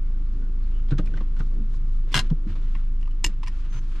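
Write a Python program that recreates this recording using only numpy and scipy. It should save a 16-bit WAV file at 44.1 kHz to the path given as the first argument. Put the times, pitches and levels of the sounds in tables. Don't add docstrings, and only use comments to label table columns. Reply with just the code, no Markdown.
import sys
import numpy as np
from scipy import signal
from scipy.fft import rfft, irfft
from scipy.io import wavfile
from scipy.ndimage import uniform_filter1d

SR = 44100
rng = np.random.default_rng(int(sys.argv[2]) if len(sys.argv) > 2 else 0)


def output_pcm(signal):
    pcm = np.clip(np.atleast_2d(signal).T, -1, 1) * 32767
    wavfile.write(sys.argv[1], SR, np.round(pcm).astype(np.int16))


N = 176400
T = np.arange(N) / SR

# time_s, firing_hz, level_db
IDLE = [(0.12, 26.19, -20.5), (0.35, 26.54, -22), (1.06, 26.38, -18.5), (1.1, 25.87, -21),
        (1.51, 26.37, -19.5), (1.75, 26.2, -21), (1.99, 25.96, -18), (2.17, 26.2, -24), (2.27, 25.88, -19),
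        (2.5, 26.79, -23.5), (2.68, 25.8, -19.5), (3.06, 26.37, -20.5), (3.45, 25.62, -23.5),
        (3.9, 25.71, -22.5)]
# multiple, relative_db
HARMONICS = [(1, 2.5), (2, -15.5), (3, -46), (4, -29.5), (5, -34), (6, -35), (7, -37)]


def engine():
    time_s, firing_hz, level_db = np.array(IDLE).T
    cycles = np.cumsum(np.interp(T, time_s, firing_hz)) / SR
    tone = 0
    for multiple, db in HARMONICS:
        waver_db = (.1 if multiple == 1 else 3) * wander(6.4)
        tone += amp(db + waver_db) * np.sin(2 * np.pi * (multiple * cycles + rng.random()))
    return unit(tone) * amp(np.interp(T, time_s, level_db))


# start_s, level_db, ring_db
TEETH = [(2.1428, -15.5, 3.5), (2.1535, -17, 5), (2.1645, -16, 0.5), (2.1758, -18, 4), (2.1915, -16, 0)]
# pitch_hz, relative_db, t60_s
RATCHET_MODES = [(854, -16, 0.065), (1019, -6, 0.13), (1250, -16, 0.047), (1500, -2, 0.042),
                 (1630, -0.5, 0.086), (2090, -2.5, 0.052), (2589.5, -9, 0.055), (2824, 2, 0.041),
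                 (3146, 3.5, 0.028), (3325, 8, 0.016), (3700, -11, 0.04), (4090, -5, 0.06), (5220, -9, .04),
                 (8380, -9, 0.0274)]
# freq_hz, gain_db
RATCHET_EQ = [(90, 14.5), (180, 13.5), (400, -2), (650, -4), (1100, 0.5), (3200, -4), (5000, -2.5),
              (9000, -14.5), (12000, -21), (15000, -69)]
# start_s, length_s, level_db
PAWL_SCRAPE = [(2.146, .048, -30)]


def handbrake():
    clicks = metal_catch(TEETH, RATCHET_EQ, RATCHET_MODES, crack_t60_s=.052)
    scrape = noise(RATCHET_EQ) * swells(PAWL_SCRAPE)
    seated_s, seated_t60_s = 2.212, .1
    damping = np.exp(-np.log(1000) * np.maximum(T - seated_s, 0) / seated_t60_s)
    return pan(clicks + scrape, left_db=2) * damping


# start_s, level_db, ring_db
SNAPS = [(3.2432, -13.5, -12), (3.2465, -22, 10.5), (3.2635, -25, -1.5), (3.271, -35, -18)]
# pitch_hz, relative_db, t60_s
BUCKLE_MODES = [(1037, -11.5, 0.034), (1869, -7, 0.021), (2270, -13, 0.012), (2800, 3.5, 0.017),
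                (5110, -2.5, 0.015), (7400, -14, 0.061)]
# freq_hz, gain_db
BUCKLE_EQ = [(100, -7), (330, -4), (600, -22.5), (1000, -4.5), (1400, -14), (2000, 2), (2700, -6),
             (4000, -6), (7500, -3), (9000, -14.5), (12000, -20), (15000, -41)]
# start_s, length_s, level_db
TONGUE_SLIDE = [(3.239, .011, -35)]


def buckle():
    snap = metal_catch(SNAPS, BUCKLE_EQ, BUCKLE_MODES, crack_t60_s=.024)
    return snap + noise(BUCKLE_EQ) * swells(TONGUE_SLIDE)


# start_s, level_db, tilt_db_per_octave, t60_s, pitch_hz
KNOCKS = [(.883, -47, 5, 0.092, 3300), (.907, -33, 4, 0.059, 3700), (.917, -32.5, 2, 0.1, 1500),
          (.982, -26.5, 5, 0.046, 1300), (.992, -23.5, 0, 0.072, 593), (1.057, -47, 8.5, .045, 3530),
          (1.071, -36, 4, 0.032, 2420), (1.138, -29.5, 2, 0.028, 1560), (1.170, -31.5, 3, 0.06, 1950),
          (1.205, -29.5, 1.5, 0.063, 1040), (1.364, -45.5, 5, 0.089, 1460), (1.390, -45, 7, 0.08, 1250),
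          (1.402, -23.5, 1, 0.044, 1250), (1.736, -39.5, 3.5, 0.037, 1050), (2.073, -32, -4, 0.022, 519),
          (2.300, -35, 4.5, 0.032, 3300), (2.306, -34, 2, 0.038, 855), (2.553, -41.5, 4, 0.1, 1146)]
# freq_hz, gain_db
TRIM_EQ = [(120, 26.5), (310, -0.5), (450, 13.5), (580, 4), (760, 1.5), (1250, 0.5), (1900, -5),
           (2600, -9.5), (3800, -14), (6000, -25), (9000, -39.5), (14000, -55)]


def lever_knocks():
    return plastic_taps(KNOCKS, TRIM_EQ, ring_db=-8)


# start_s, level_db, tilt_db_per_octave, t60_s, pitch_hz
TICKS = [(2.117, -44, 7, .065, 2150), (2.126, -35, 4, 0.047, 3450), (2.750, -37.5, -3.5, 0.037, 2050),
         (3.011, -51.5, 7, .025, 2854), (3.027, -42, .5, .016, 2930), (3.057, -46, 1, .013, 2700),
         (3.075, -42, -1, 0.017, 1210), (3.110, -49.5, 5, .02, 3025), (3.431, -34, 0, 0.048, 1045),
         (3.461, -44, 4, .04, 2300), (3.471, -33, 0.5, 0.032, 1060), (3.478, -34, 6, 0.032, 1796)]
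# freq_hz, gain_db
TICK_EQ = [(200, -20), (700, -12), (1020, 8), (1400, -7.5), (2000, 0.5), (2900, 0.5), (3800, -10.5),
           (5000, -8), (6500, -19), (9000, -23.5), (14000, -45)]


def small_ticks():
    return plastic_taps(TICKS, TICK_EQ, ring_db=-3)


# start_s, relative_db, pitch_hz, t60_s, panel_db
THUMPS = [(0.914, -16, 134.7, 0.16, -7.5), (0.985, -23, 171, 0.11, 3), (1.138, -31.5, 135, 0.18, -17),
          (1.204, -29, 195, 0.065, -4.5), (1.404, -33, 120, 0.2, 0), (2.310, -7, 153.8, 0.067, -31.5),
          (1.598, -35, 213.4, 0.21, -28), (2.461, -29.5, 202.3, 0.12, -0.5), (2.753, -43.5, 204, 0.16, 4.5),
          (2.485, -31, 81, 0.29, -26), (3.252, -21.5, 40, 0.19, -19), (3.251, -29.5, 201, 0.075, -1.5),
          (3.737, -38, 130.9, 0.43, -22)]
# freq_hz, gain_db
MUFFLED_EQ = [(40, 2), (90, 0.5), (220, 3.5), (400, -8), (700, -24), (2000, -46), (8000, -77)]


def thumps():
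    rise_s, panel_hz, panel_t60_s = .0081, 304.3, .065
    out = np.zeros((2, N))
    for start_s, db, hz, t60_s, panel_db in THUMPS:
        env = decay(t60_s)
        t = T[:len(env)]
        note = env * np.sin(2 * np.pi * hz * t)
        panel = amp(panel_db) * decay(panel_t60_s) * np.sin(2 * np.pi * panel_hz * t)
        body = amp(-15) * crack(MUFFLED_EQ, t60_s)
        body[0] += note + panel
        attack = 1 - np.exp(-(t / rise_s) ** 2)
        add(out, start_s, 2 * amp(db) * attack * body)
    return out


# start_s, length_s, level_db
RUBS = [(.58, 0.3, -63), (.97, 0.34, -62), (1.33, 0.16, -68), (2.07, 0.23, -53.5), (2.47, 0.079, -51.5),
        (2.5, 0.4, -58), (3.24, 0.11, -58.5), (3.47, 0.26, -55.5), (3.722, 0.031, -47),
        (3.745, 0.054, -52.5), (3.8, 0.66, -54.5)]
# freq_hz, gain_db
CLOTH_EQ = [(200, 3.5), (700, -8), (1200, 2), (2000, -4), (3000, -4.5), (5000, -14), (7500, -21),
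            (10000, -31.5), (15000, -42)]


def cloth_rubs():
    return noise(CLOTH_EQ) * swells(RUBS) * amp(2 * wander(78))


# start_s, length_s, level_db, pitch_hz
SQUEAKS = [(0.378, 0.11, -58, 1500), (.6, 0.12, -69, 4300), (0.698, .14, -64, 2940), (3.68, .15, -58, 6230)]


def squeaks():
    width_hz, pitch_spread, flutter_db = 280, .004, 2
    hz = np.fft.rfftfreq(N, 1 / SR)
    out = np.zeros((2, N))
    for start_s, length_s, db, pitch_hz in SQUEAKS:
        narrow = irfft(rfft(rng.standard_normal((2, N))) / (1 + (2 * hz / width_hz) ** 2), N)
        note = np.sin(2 * np.pi * np.cumsum(pitch_hz * (1 + pitch_spread * wander(40))) / SR)
        slips = amp(flutter_db * wander(95))
        out += unit(narrow * note * slips) * amp(db) * arch(start_s, length_s) ** 2
    return out


# start_s, length_s, level_db
BRUSHES = [(.3, 0.18, -75), (1.34, 0.23, -70), (1.68, 0.1, -69.5), (1.85, 0.16, -73.5), (2.68, 0.11, -75.5),
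           (3.53, .12, -72), (3.7, 0.4, -69.5)]
# freq_hz, gain_db
SLEEVE_EQ = [(1500, -18.5), (4000, 4.5), (7000, -2), (9000, -8), (14000, -19.5)]


def sleeve_brushes():
    return noise(SLEEVE_EQ) * swells(BRUSHES) * amp(2.5 * wander(54))


# start_s, length_s, level_db
RUMBLE_SWELLS = [(-.3, 2.06, -49), (.33, 0.19, -45.5), (.97, 0.26, -43.5), (1.5, 0.13, -39.5),
                 (2.1, 0.19, -39), (2.3, 0.44, -47.5)]


def cabin_rumble():
    return noise(MUFFLED_EQ) * swells(RUMBLE_SWELLS)


# freq_hz, gain_db
CABIN_EQ = [(40, -7), (65, 3.5), (130, 2.5), (200, -8), (330, -9), (520, -30), (720, -28), (890, -30.5),
            (1190, -23.5), (1760, -32), (3000, -35), (5000, -41.5), (7200, -47.5), (10000, -58),
            (15000, -81)]


def cabin_bed():
    return noise(CABIN_EQ) * amp(-44 - .37 * wander(3.0))


def reflections(x):
    level_db, t60_s, predelay_s = -12, .072, .003
    env = decay(t60_s)
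    tail = env * (T[:len(env)] > predelay_s) * rng.standard_normal((2, len(env)))
    tail /= np.sqrt(np.sum(tail ** 2, axis=1, keepdims=True))
    return x + amp(level_db) * signal.fftconvolve(x, tail, axes=1)[:, :N]


def metal_catch(blows, eq, modes, crack_t60_s):
    out = np.zeros((2, N))
    for start_s, db, ring_db in blows:
        blow = crack(eq, crack_t60_s) + amp(ring_db) * ring(modes)
        add(out, start_s, amp(db) * blow / np.sqrt(2))
    return out


def plastic_taps(blows, eq, ring_db, rise_s=.002, q=11):
    out = np.zeros((2, N))
    for start_s, db, tilt_db, t60_s, hz in blows:
        contact = crack(eq, t60_s, tilt_db)
        resonance = signal.lfilter(*signal.iirpeak(hz, q, SR), crack(eq, t60_s))
        blow = contact + amp(ring_db) * unit(resonance) * np.sqrt(np.mean(contact ** 2))
        attack = 1 - np.exp(-T[:blow.shape[1]] / rise_s)
        add(out, start_s, amp(db) * attack * blow)
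    return out


def crack(eq, t60_s, tilt_db=0, grain_db=4):
    env = decay(t60_s)
    hiss, grain = rng.standard_normal((2, 2, len(env)))
    contacts = env * hiss * amp(grain_db * grain)
    response = colour(signal.unit_impulse(len(env)), eq, tilt_db)
    gain = np.sqrt(np.mean(env ** 2) / np.sum(response ** 2))
    return gain * np.array([colour(unit(x), eq, tilt_db) for x in contacts])


def ring(modes, detune=.003):
    out = 0
    for hz, db, t60_s in modes:
        env = decay(t60_s)
        drift, offset, lean = rng.standard_normal(3)
        phase = 2 * np.pi * (hz * (1 + detune * drift) * T[:len(env)] + offset)
        out += amp(db) * env * np.array([np.sin(phase), np.sign(lean) * np.cos(phase)])
    return out / np.sqrt(sum(amp(db) ** 2 for _, db, _ in modes) / 2)


def noise(eq):
    return np.array([unit(colour(rng.standard_normal(N), eq)) for _ in range(2)])


def colour(x, eq, tilt_db=0):
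    n = len(x)
    hz = np.fft.rfftfreq(n, 1 / SR)
    octaves = np.log2(np.maximum(hz, 250) / 1000)
    cepstrum = irfft(np.log(amp(curve(eq, hz) + tilt_db * octaves)), n)
    cepstrum[1:n // 2] *= 2
    cepstrum[n // 2 + 1:] = 0
    return irfft(rfft(x) * np.exp(rfft(cepstrum)), n)


def curve(points, hz):
    freq_hz, gain_db = np.array(points, float).T
    return np.interp(np.log(hz + 1), np.log(freq_hz), gain_db)


def swells(strokes):
    return np.sqrt(sum(amp(db) ** 2 * arch(start_s, length_s) for start_s, length_s, db in strokes))


def arch(start_s, length_s):
    return np.abs(np.sin(np.pi * np.clip((T - start_s) / length_s, 0, 1)))


def decay(t60_s):
    return np.exp(-np.log(1000) * T[:16384] / t60_s)


def wander(rate_hz):
    path = np.interp(T * rate_hz, np.arange(400), rng.standard_normal(400))
    return unit(uniform_filter1d(path, int(SR / rate_hz)))


def pan(mid_side, left_db):
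    return mid_side + (amp(left_db) - 1) / (amp(left_db) + 1) * mid_side[::-1]


def add(out, start_s, x):
    i = int(start_s * SR)
    out[..., i:i + x.shape[-1]] += x[..., :max(N - i, 0)]


def amp(db):
    return 10 ** (np.asarray(db) / 20)


def unit(x):
    return x / np.sqrt(np.mean(x ** 2) + 1e-20)


# freq_hz, side_gain_db
WIDTH = [(110, -26), (220, -23), (370, -16), (700, -10), (1260, -8.5), (2300, -4), (4300, -3.5),
         (10000, -1.5)]
# freq_hz, left_over_right_db
BALANCE = [(200, 0), (700, 1.5), (1260, 1.5), (2200, 2.5), (4200, -.5), (8000, -2), (14000, -1)]


def scene():
    hits = reflections(handbrake() + buckle() + lever_knocks() + small_ticks())
    hits[1] *= amp(-3.5)
    bed = cabin_bed()
    soft_layers = sleeve_brushes() + thumps() + cloth_rubs() + cabin_rumble() + squeaks()
    mid, side = rfft(hits + soft_layers + bed, 2 * N)
    hz, sign = np.fft.rfftfreq(2 * N, 1 / SR), np.array([[1], [-1]])
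    left_right = mid + sign * side * amp(curve(WIDTH, hz))
    left_right *= amp(sign * curve(BALANCE, hz) / 2)
    return engine() + irfft(left_right)[:, :N]


def record(dry):
    top_hz = 15200
    lead_in = np.pad(dry, ((0, 0), (SR, 0)), "reflect", reflect_type="odd")
    return signal.sosfilt(signal.ellip(8, .2, 70, top_hz, fs=SR, output="sos"), lead_in)[:, SR:]


dry = scene()
out = record(dry)
output_pcm(out)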